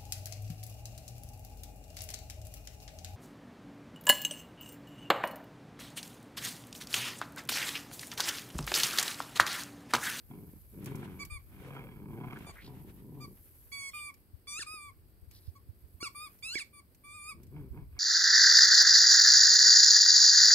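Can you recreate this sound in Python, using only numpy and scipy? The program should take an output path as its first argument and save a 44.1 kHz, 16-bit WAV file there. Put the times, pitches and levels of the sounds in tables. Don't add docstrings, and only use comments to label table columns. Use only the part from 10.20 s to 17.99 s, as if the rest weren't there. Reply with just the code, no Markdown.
import sys
import numpy as np
from scipy import signal
from scipy.fft import rfft, irfft, next_fast_len
from scipy.io import wavfile
from scipy.ndimage import uniform_filter1d

SR = 44100
rng = np.random.default_rng(int(sys.argv[2]) if len(sys.argv) > 2 else 0)


def store_wav(level_fs):
    pcm = np.round(np.clip(np.atleast_2d(level_fs), -1, 1) * 32767)
    wavfile.write(sys.argv[1], SR, pcm.T.astype(np.int16))


N = 343539
TIME = np.arange(N) / SR
CUTOFF_HZ = 15700

# hz, level_db (relative)
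AIR_COLOUR = [(41, -26.5), (70, 0.5), (100, -3.5), (161, -8), (337, -10.5), (774, -25), (2380, -31),
              (3730, -35.5), (4770, -28.5), (6830, -52), (8370, -26.5), (12000, -61.5), (15000, -29)]
AIR_DB = -65
# hz, correlation (1 = identical)
PORT_LIKENESS = [(30, 1), (70, 0.25), (140, 0.7), (350, 0.84), (1000, 0), (3000, 0.11), (15000, 0)]

# time_s, level_db (before RUMBLE_TRIM_DB)
RUMBLE_LEVEL = [(0, -59), (0.9, -54), (3.0, -56), (3.9, -63.5), (5.2, -59), (6.8, -66), (7.5, -48.5)]
# hz, level_db (relative)
RUMBLE_SPECTRUM = [(15, -44.5), (30, -11.5), (52, -2), (75, -2), (100, -1), (160, -25.5), (400, -91)]
RUMBLE_TRIM_DB = -1.0

# time_s, level_db
BRUSHING = [(0, -65.5), (.6, -61), (.85, -64.5), (1.25, -65.5), (1.45, -67), (2.65, -65.5), (2.9, -66.5),
            (3.25, -61), (3.6, -61), (4.05, -71.5), (5.08, -71.5), (5.15, -62), (5.4, -73), (6.1, -63),
            (6.65, -72), (7.79, -70.5)]
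# hz, level_db (relative)
SWISH_COLOUR = [(3000, -26.5), (7500, -17.5), (9000, -12.5), (10500, -7.5), (12200, 1), (13500, -4),
                (15500, -12)]
# hz, level_db (relative)
CRACKLE_COLOUR = [(600, 12.5), (2400, 8.5), (3300, 5), (4800, -4), (7000, -6), (10000, -1), (15000, -48)]
CRACKLE_DB = -12.5
# start_s, swell_s, fade_s, crest_level_db
TRAMPLES = [(.58, 0.087, 0.5, -53.5), (1.25, 0.19, 0.3, -58), (1.9, .3, 0.88, -60), (5.1, 0.027, 0.16, -79)]
SLACK_TRAMPLE_DB = 22
# start_s, level_db (before the trim in snaps)
SNAPS = [(0.644, -41.5), (0.659, -35), (0.755, -38), (1.0506, -35.5), (2.188, -47), (3.941, -46.5),
         (4.547, -49), (5.1116, -45.5), (6.188, -53), (6.747, -50), (7.2324, -48), (7.2678, -54)]
# hz, level_db (relative)
SNAP_SPECTRUM = [(1000, -16), (2400, 2.5), (3500, -6), (5500, 0), (9000, -0.5), (13000, 5), (16000, -3)]

# start_s, swell_s, fade_s, top_pitch_hz, roughness (0-1),
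# chest_db, open_mouth_db, snarl_db (at the crest, before the trims in growl)
GROWLS = [ (0.085, 0.028, .28, 107.9, 0.83, -48.5, -66, -67.5),
          (0.53, 0.21, 0.23, 122.3, 0.53, -41.5, -62, -58.5),
          (0.79, 0.032, .26, 104.2, .5, -46.5, -60.5, -56.5),
          (1.301, 0.27, 0.26, 142.6, 0.46, -48.5, -59, -53), (1.73, .32, .12, 123.7, 0.43, -42.5, -56, -58),
          (2.03, .08, 0.2, 115.5, .75, -46, -57, -50.5), (2.42, .07, .33, 124.5, .6, -49, -64.5, -76),
          (2.74, .24, 0.17, 134.2, 0.49, -47.5, -67.5, -86),
          (7.12, 0.076, .14, 125.3, .35, -55.5, -81, -77), (7.31, 0.059, .13, 156.4, .2, -45, -66, -64),
          (7.512, 0.061, 0.089, 145.1, .32, -47.5, -64, -64.5),
          (7.721, .06, .10, 110.6, 0.58, -63, -72, -60.5)]
# centre_hz, width_hz (before tract narrows it), level_db (relative)
CHEST_MODES = [(143.4, 95, 9), (279, 183, -3.5), (397, 93, -1.5), (530, 370, -21)]
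MOUTH_MODES = [(720, 243, 0.17), (961, 210, 0.67)]
SNARL_MODES = [(1246, 990, 2.5), (1690, 85, -1), (2207, 390, 6.5), (3260, 180, -2), (4800, 900, -79.5)]
SLACK_CHEST_DB, SLACK_MOUTH_DB, SLACK_SNARL_DB, SLACK_PITCH_SHARE = 11, 20, 19, .24
PUSH_EDGE_S = .035

# start_s, length_s, release_s, start_hz, end_hz, start_db, end_db,
# fundamental_db, upper_partials_db (both relative to the reed colour), flow (0 air out, 1 air in)
SQUEAKS = [ (0.992, 0.052, 0.032, 1140, 1184, -43.5, -41, -3.5, -4.5, 0),
           (1.099, .088, .050, 1196, 1176, -46, -48, 2, 0.5, 1),
           (2.261, 0.063, 0.0274, 1201, 1128, -51.5, -53.5, 6, 2, 0),
           (3.002, 0.062, 0.043, 1194, 1200, -53.5, -46, 10.5, 4, 0),
           (3.518, 0.19, 0.015, 1138, 1099, -41, -43.5, -12, -5, 0),
           (3.734, 0.18, 0.029, 1211, 1160, -41.5, -46, 3.5, 3.5, 1),
           (4.271, 0.17, 0.017, 1164, 1145, -43.5, -38.5, 0, 4.5, 0),
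           (4.462, 0.25, 0.049, 1224, 1150, -44, -51.5, 10, 5.5, 1),
           (5.353, 0.037, 0.029, 1122, 1136, -54.5, -61, 18, 0.5, 0),
           (5.804, 0.084, .026, 1120, 1152, -43.5, -38, 4, 2.5, 0),
           (5.948, 0.14, 0.041, 1164, 1186, -44.5, -49, 12, 7.5, 1),
           (6.225, 0.21, 0.04, 1150, 1195, -41, -40.5, -15.5, -1, 0),
           (6.529, 0.081, 0.023, 1178, 1154, -58, -53, 7, 7, 1),
           (6.837, 0.3, 0.039, 1165, 1202, -53.5, -44.5, 7, 4.5, 1)]
# hz, squeezed_db, refilling_db (relative)
REED_COLOUR = [(1050, -1.5, 0), (1836, -9, -2), (2587, 6, 10), (2850, -5, 12), (3000, -17, -14),
               (4220, -2.5, -9), (5000, -3.5, -7), (6030, -11, -30.5), (7380, -12, -12.5),
               (7710, -11.5, -18), (9020, -3, 1.5), (10540, -24, -17.5), (13500, -19.5, -20),
               (15400, -46, -26)]
# hz, left_over_right_db, left_lead_rad
TOY_PLACE = [(1150, 4, 1.38), (2240, -9.5, 1.05), (3630, 7.5, 1.51), (5000, -7.5, 2.57), (7010, 14, 6.7),
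             (8800, 6.5, 8.6), (9800, 7, 6.7), (12800, -1.5, 8.2)]
# jump_s, build_up_s, pitch_gain_before_hz, pitch_gain_after_hz, surge_length_s, level_gain_db
SURGES = [ (4.394, .024, 270, 647, .029, -1.5), (4.533, 0.03, 66.3, 66, 0.037, 3),
          (5.829, 0.0064, 59, 278, 0.025, 3), (6.045, 0.056, 66.4, 62.3, 0.015, 3),
          (6.256, 0.013, 106, 102, 0.073, 0.5), (6.355, .034, 545, 1126, .037, 8),
          (6.949, 0.016, 47.5, 46.3, 0.03, 1), (7.095, 0.016, 77.94, 72.26, 0.014, 5)]
# hz, level_db (relative)
TOY_AIR_COLOUR = [(500, -15.5), (1150, 7), (1700, -10.5), (2400, 4), (3300, -42), (4600, 5), (6500, -8),
                  (9000, -1), (15000, -26)]
TOY_AIR_DB = -24
ATTACK_S, SCOOP_SHARE, ATTACK_DB = 0.014, 0.031, 11.5
SAG_SHARE, RELEASE_DB = 0.11, 3.5
SOFT_REED_DB = 9

# start_s, swell_peak_db, pitch_hz, port (0 left, 1 right)
THUDS = [(1.116, -32, 64, 0), (1.149, -35, 50.4, 0), (2.451, -43, 71, 0), (4.134, -36.5, 79, 0),
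         (5.023, -41.5, 60.5, 0), (5.073, -41, 74, 0), (5.276, -29, 80, 1), (5.486, -34.5, 86.5, 1),
         (5.634, -39.5, 61, 1), (5.74, -41, 69, 1), (7.504, -31, 61.45, 1), (7.615, -38, 60.2, 0)]
# start_s, length_s, start_hz, end_hz, width_hz, level_db
RASPS = [(1.379, 0.35, 468.7, 481, 130.1, -58), (2.153, 0.025, 1417, 1478, 350.4, -50.5),
         (2.26, 0.059, 619.5, 649, 720, -54), (2.341, .105, 1509, 2418, 670, -57),
         (2.4, 0.098, 3467, 4386, 1807, -61.5), (3.702, 0.12, 3440, 2850, 400, -64),
         (5.1, 0.11, 4610, 4530, 1610, -65.5), (5.197, 0.12, 4410, 4560, 1800, -73)]
# start_s, peak_db
POPS = [(4.393, -46), (4.54, -48), (5.828, -33.5), (6.355, -33.5)]
# pitch_hz, t60_s, level_db (relative)
BLADDER_MODES = [(190, 0.0067, -29), (353, 0.021, 16.5), (518.9, 0.0049, -42.5)]


def from_db(db):
    return 10 ** (np.asarray(db) / 20)


def rms_one(x):
    return x / np.sqrt(np.mean(x ** 2) + 1e-20)


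def in_time(rows):
    s, *columns = np.transpose(rows)
    return [np.interp(TIME, s, column) for column in columns]


def at_hz(points, hz):
    f, *columns = np.transpose(points)
    return [np.interp(np.log(hz + 1e-9), np.log(f), column) for column in columns]


def drift(rate_hz, size=N):
    knots = rng.standard_normal(int(size / SR * rate_hz) + 4)
    return rms_one(np.interp(np.arange(size) / SR * rate_hz, np.arange(len(knots)), knots))


def resonate(x, hz, width_hz):
    r = np.exp(-np.pi * width_hz / SR)
    feed = np.array([1, 0, -1]) * (1 - r * r) / 2
    feedback = [1, -2 * r * np.cos(2 * np.pi * hz / SR), r * r]
    return signal.lfilter(feed, feedback, x + 1e-18)


def cut(x, hz, kind, order=2):
    return signal.sosfilt(signal.butter(order, hz, kind, fs=SR, output="sos"), x + 1e-18)


def noise(colour):
    size = next_fast_len(N)
    hz = np.arange(size // 2 + 1) * SR / size
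    alike = np.clip(at_hz(PORT_LIKENESS, hz)[0], -1, 1)
    mid, side = rfft(rng.standard_normal((2, size)))
    both = np.sqrt(1 + alike) * mid + np.sqrt(1 - alike) * side * [[1], [-1]]
    coloured = irfft(both * from_db(at_hz(colour, hz)[0]), size)
    return rms_one(coloured[:, :N])


def place(x, pan_db, lead_ms):
    left = x * from_db(pan_db / 2)
    right = np.interp(TIME - lead_ms / 1000, TIME, x) * from_db(-pan_db / 2)
    return np.array([left, right])


def arch(s, swell_s, fade_s):
    end = s + swell_s + fade_s
    effort = np.interp(TIME, [s, s + swell_s, end], [0, 1, 0])
    gate = np.clip(np.minimum(TIME - s, end - TIME) / PUSH_EDGE_S + .5, 0, 1)
    return 1 - effort, gate


def still_air():
    return from_db(AIR_DB) * noise(AIR_COLOUR)


def rumble():
    level_db, = in_time(RUMBLE_LEVEL)
    return from_db(level_db + RUMBLE_TRIM_DB) * noise(RUMBLE_SPECTRUM)


def trampling():
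    out = 0
    for s, swell_s, fade_s, db in TRAMPLES:
        slack, gate = arch(s, swell_s, fade_s)
        out = out + gate * from_db(db - SLACK_TRAMPLE_DB * slack)
    return out


def snaps(decay_s=0.0067, trim_db=-8):
    hits = np.zeros(N)
    for s, db in SNAPS:
        hits[int(s * SR)] += from_db(db + trim_db)
    bursts = signal.lfilter([1], [1, -np.exp(-1 / (decay_s * SR))], hits + 1e-18)
    return bursts * noise(SNAP_SPECTRUM)


def grass(swish_grain_db=1.5, crackle_grain_db=0.0):
    brush_db, = in_time(BRUSHING)
    swish_wander_db = swish_grain_db * drift(300) + drift(31)
    swish = from_db(brush_db) * rms_one(noise(SWISH_COLOUR) * from_db(swish_wander_db))
    crackle_wander_db = crackle_grain_db * drift(500) + 3.3 * drift(40)
    crackle_gain = from_db(brush_db + CRACKLE_DB) + trampling()
    crackle = crackle_gain * rms_one(noise(CRACKLE_COLOUR) * from_db(crackle_wander_db))
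    return swish + crackle + snaps()


def voice(chest_curve=1.6, mouth_curve=0.62):
    pitch, rough, gains = np.full(N, 100.), np.zeros(N), np.zeros((3, N))
    for s, swell_s, fade_s, top_hz, roughness, chest_db, mouth_db, snarl_db in GROWLS:
        slack, gate = arch(s, swell_s, fade_s)
        sunk, shut = slack ** chest_curve, slack ** mouth_curve
        own = gate * from_db([chest_db - SLACK_CHEST_DB * sunk,
                              mouth_db - SLACK_MOUTH_DB * shut,
                              snarl_db - SLACK_SNARL_DB * shut])
        leads = own[0] > gains[0]
        pitch = np.where(leads, top_hz * (1 - SLACK_PITCH_SHARE * slack), pitch)
        rough = np.where(leads, roughness, rough)
        gains = np.maximum(gains, own)
    return pitch, rough, *gains


def tract(source, modes, narrowing=0.88):
    voiced = 0
    for k, (hz, width_hz, db) in enumerate(modes):
        once = resonate(source, hz, narrowing * width_hz)
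        twice = resonate(once, hz, narrowing * width_hz)
        voiced = voiced + (-1) ** (k + 1) * from_db(db) * twice
    power = uniform_filter1d(voiced ** 2, size=1700)
    return voiced / np.sqrt(np.abs(power) + 1e-3 * power.mean())


def growl(jitter=.27, shimmer_db=5, doubling_db=5, chest_db=-0.5, mouth_db=7.0, snarl_db=2):
    pitch, rough, chest, mouth, snarl = voice()
    cycles = np.cumsum(pitch * np.exp(jitter * rough * drift(170))) / SR
    count = cycles.astype(int)
    uneven_db = shimmer_db * np.clip(rng.standard_normal(N), -2, 2) - doubling_db * (count % 2)
    slaps = np.diff(count, prepend=0) * from_db(rough * uneven_db)
    cracks = slaps ** 2
    puff_level = signal.lfilter([1], [1, -np.exp(-1 / (.004 * SR))], cracks + 1e-18)
    puffs = .12 * puff_level * rng.standard_normal(N)
    low = chest * from_db(chest_db) * cut(tract(slaps + 0.45 * puffs, CHEST_MODES), 770, "low", order=6)
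    middle = mouth * from_db(mouth_db) * tract(cracks + puffs, MOUTH_MODES)
    high = snarl * from_db(snarl_db) * tract(cracks + 2 * puffs, SNARL_MODES)
    bass = cut(low, 260, "low", order=1)
    deep = place(bass, pan_db=7.5, lead_ms=0.074)
    body = place(low - bass, pan_db=-5.5, lead_ms=0.28)
    return deep + body + place(middle + high, pan_db=-4.0, lead_ms=0.13)


def surges(t):
    gained_hz, gained_db = 0, 0
    for jump_s, build_s, before_hz, after_hz, length_s, surge_db in SURGES:
        away = np.abs(t - jump_s)
        building = before_hz / after_hz * np.exp(-away / build_s)
        spending = np.exp(-(away / length_s) ** 3)
        surge = np.where(t < jump_s, building, spending)
        gained_hz = gained_hz + after_hz * surge
        gained_db = gained_db + surge_db * surge ** 2
    return gained_hz, gained_db


def squeeze(t, release_s, start_hz, end_hz, start_db, end_db):
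    starting = np.clip(1 - (t - t[0]) / ATTACK_S, 0, 1) ** 2
    ending = np.clip(1 - (t[-1] - t) / release_s, 0, 1) ** 2
    surge_hz, surge_db = surges(t)
    held_hz = np.linspace(start_hz, end_hz, len(t)) + surge_hz
    pitch = held_hz * (1 - SCOOP_SHARE * starting - SAG_SHARE * ending)
    held_db = np.linspace(start_db, end_db, len(t)) + surge_db
    level_db = held_db - ATTACK_DB * starting - RELEASE_DB * ending ** 2
    return pitch, level_db, SOFT_REED_DB * (starting + ending)


def reed(t, pitch, level_db, body_db, edge_db, refill, shading_db=4.0, dull_db=8, lift_db=4, screech=0.66):
    strain = np.clip((pitch - 1300) / 500, 0, 1)
    pitch = pitch * (1 + (.003 + .012 * strain) * drift(300, size=len(t)))
    phase = 2 * np.pi * np.cumsum(pitch) / SR
    flutter = screech * strain ** 2 * np.sin(phase / 2 + .5 * drift(299, size=len(t)))
    sides = np.array([[.5], [-.5]])
    out, power = 0, 0
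    for k in range(1, 14):
        hz = k * pitch
        if k == 1:
            offset_db = body_db + strain * (lift_db + np.maximum(-body_db, 0))
        elif k == 2:
            offset_db = 0
        else:
            offset_db = edge_db + shading_db * drift(23.66, size=len(t))
        db = at_hz(REED_COLOUR, hz)[int(refill)] + offset_db
        strain_loss_db = dull_db * strain * (2 * hz / CUTOFF_HZ) ** 2
        gain = from_db(db - strain_loss_db) * (hz < CUTOFF_HZ)
        pan_db, lead_rad = at_hz(TOY_PLACE, hz)
        ports = gain * from_db(sides * pan_db)
        start_rad = rng.uniform(0, 2 * np.pi)
        out = out + ports * np.sin(k * phase + np.sqrt(k - 1) * flutter + sides * lead_rad + start_rad)
        power = power + np.mean(ports ** 2, axis=0) / 2
    dying = np.clip((t[-1] - t) / .012, 0, 1)
    return out / np.sqrt(power) * from_db(level_db) * dying


def toy():
    out, air = np.zeros((2, N)), noise(TOY_AIR_COLOUR)
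    for s, length_s, *pressure, body_db, edge_db, flow in SQUEAKS:
        span = slice(int(s * SR), int((s + length_s) * SR))
        pitch, level_db, dimmed_db = squeeze(TIME[span], *pressure)
        tone = reed(TIME[span], pitch, level_db, body_db, edge_db - dimmed_db, flow > .5)
        out[:, span] += tone + from_db(level_db + TOY_AIR_DB) * air[:, span]
    return out


def thuds(rise_s=0.01):
    out, t = np.zeros((2, N)), TIME[:SR // 8]
    swell = (t / rise_s * np.exp(1 - t / rise_s)) ** 2
    for s, db, hz, port in THUDS:
        out[int(port > .5), int(s * SR):][:len(t)] -= from_db(db) * swell * np.sin(2 * np.pi * hz * t)
    return out


def rasps(grain_db=4):
    out = np.zeros(N)
    for s, length_s, start_hz, end_hz, width_hz, db in RASPS:
        size = int(length_s * SR)
        glide_hz = np.linspace(start_hz, end_hz, size)
        carrier = np.exp(2j * np.pi * np.cumsum(glide_hz) / SR)
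        raw = rng.standard_normal(size) + 1j * rng.standard_normal(size)
        hiss = (cut(raw, width_hz / 2, "low") * carrier).real
        grainy = rms_one(hiss * from_db(grain_db * drift(233, size=size)))
        out[int(s * SR):][:size] += from_db(db) * grainy * signal.windows.tukey(size, .5)
    return place(out, pan_db=-1.5, lead_ms=0.062)


def pops():
    out, t = np.zeros(N), TIME[:SR // 10]
    knock = 0
    for hz, t60, mode_db in BLADDER_MODES:
        knock = knock + from_db(mode_db - 60 * t / t60) * np.sin(2 * np.pi * hz * t)
    for s, db in POPS:
        out[int(s * SR):][:len(t)] += from_db(db) * knock / np.abs(knock).max()
    return place(out, pan_db=-1.0, lead_ms=0.27)


def garden(x, scatter_db=-17.0, t60=0.2, echo_db=-18, echo_s=0.014):
    t = TIME[:SR // 3]
    scatter = cut(rng.standard_normal((2, len(t))), 9800, "low") * from_db(-60 * t / t60) * (t > echo_s / 2)
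    scatter /= np.sqrt(np.sum(scatter ** 2, axis=1, keepdims=True))
    echo = np.array([np.interp(TIME - echo_s, TIME, port) for port in x])
    scattered = signal.fftconvolve(x, scatter, axes=1)[:, :N]
    return x + from_db(echo_db) * echo + from_db(scatter_db) * scattered


def scene():
    play = garden(growl() + toy() + rasps() + pops())
    return still_air() + rumble() + grass() + play + thuds()


def record(dry):
    steep = signal.ellip(10, .1, 70, CUTOFF_HZ, fs=SR, output="sos")
    return signal.sosfiltfilt(steep, dry)


dry = scene()
out = record(dry)
store_wav(out)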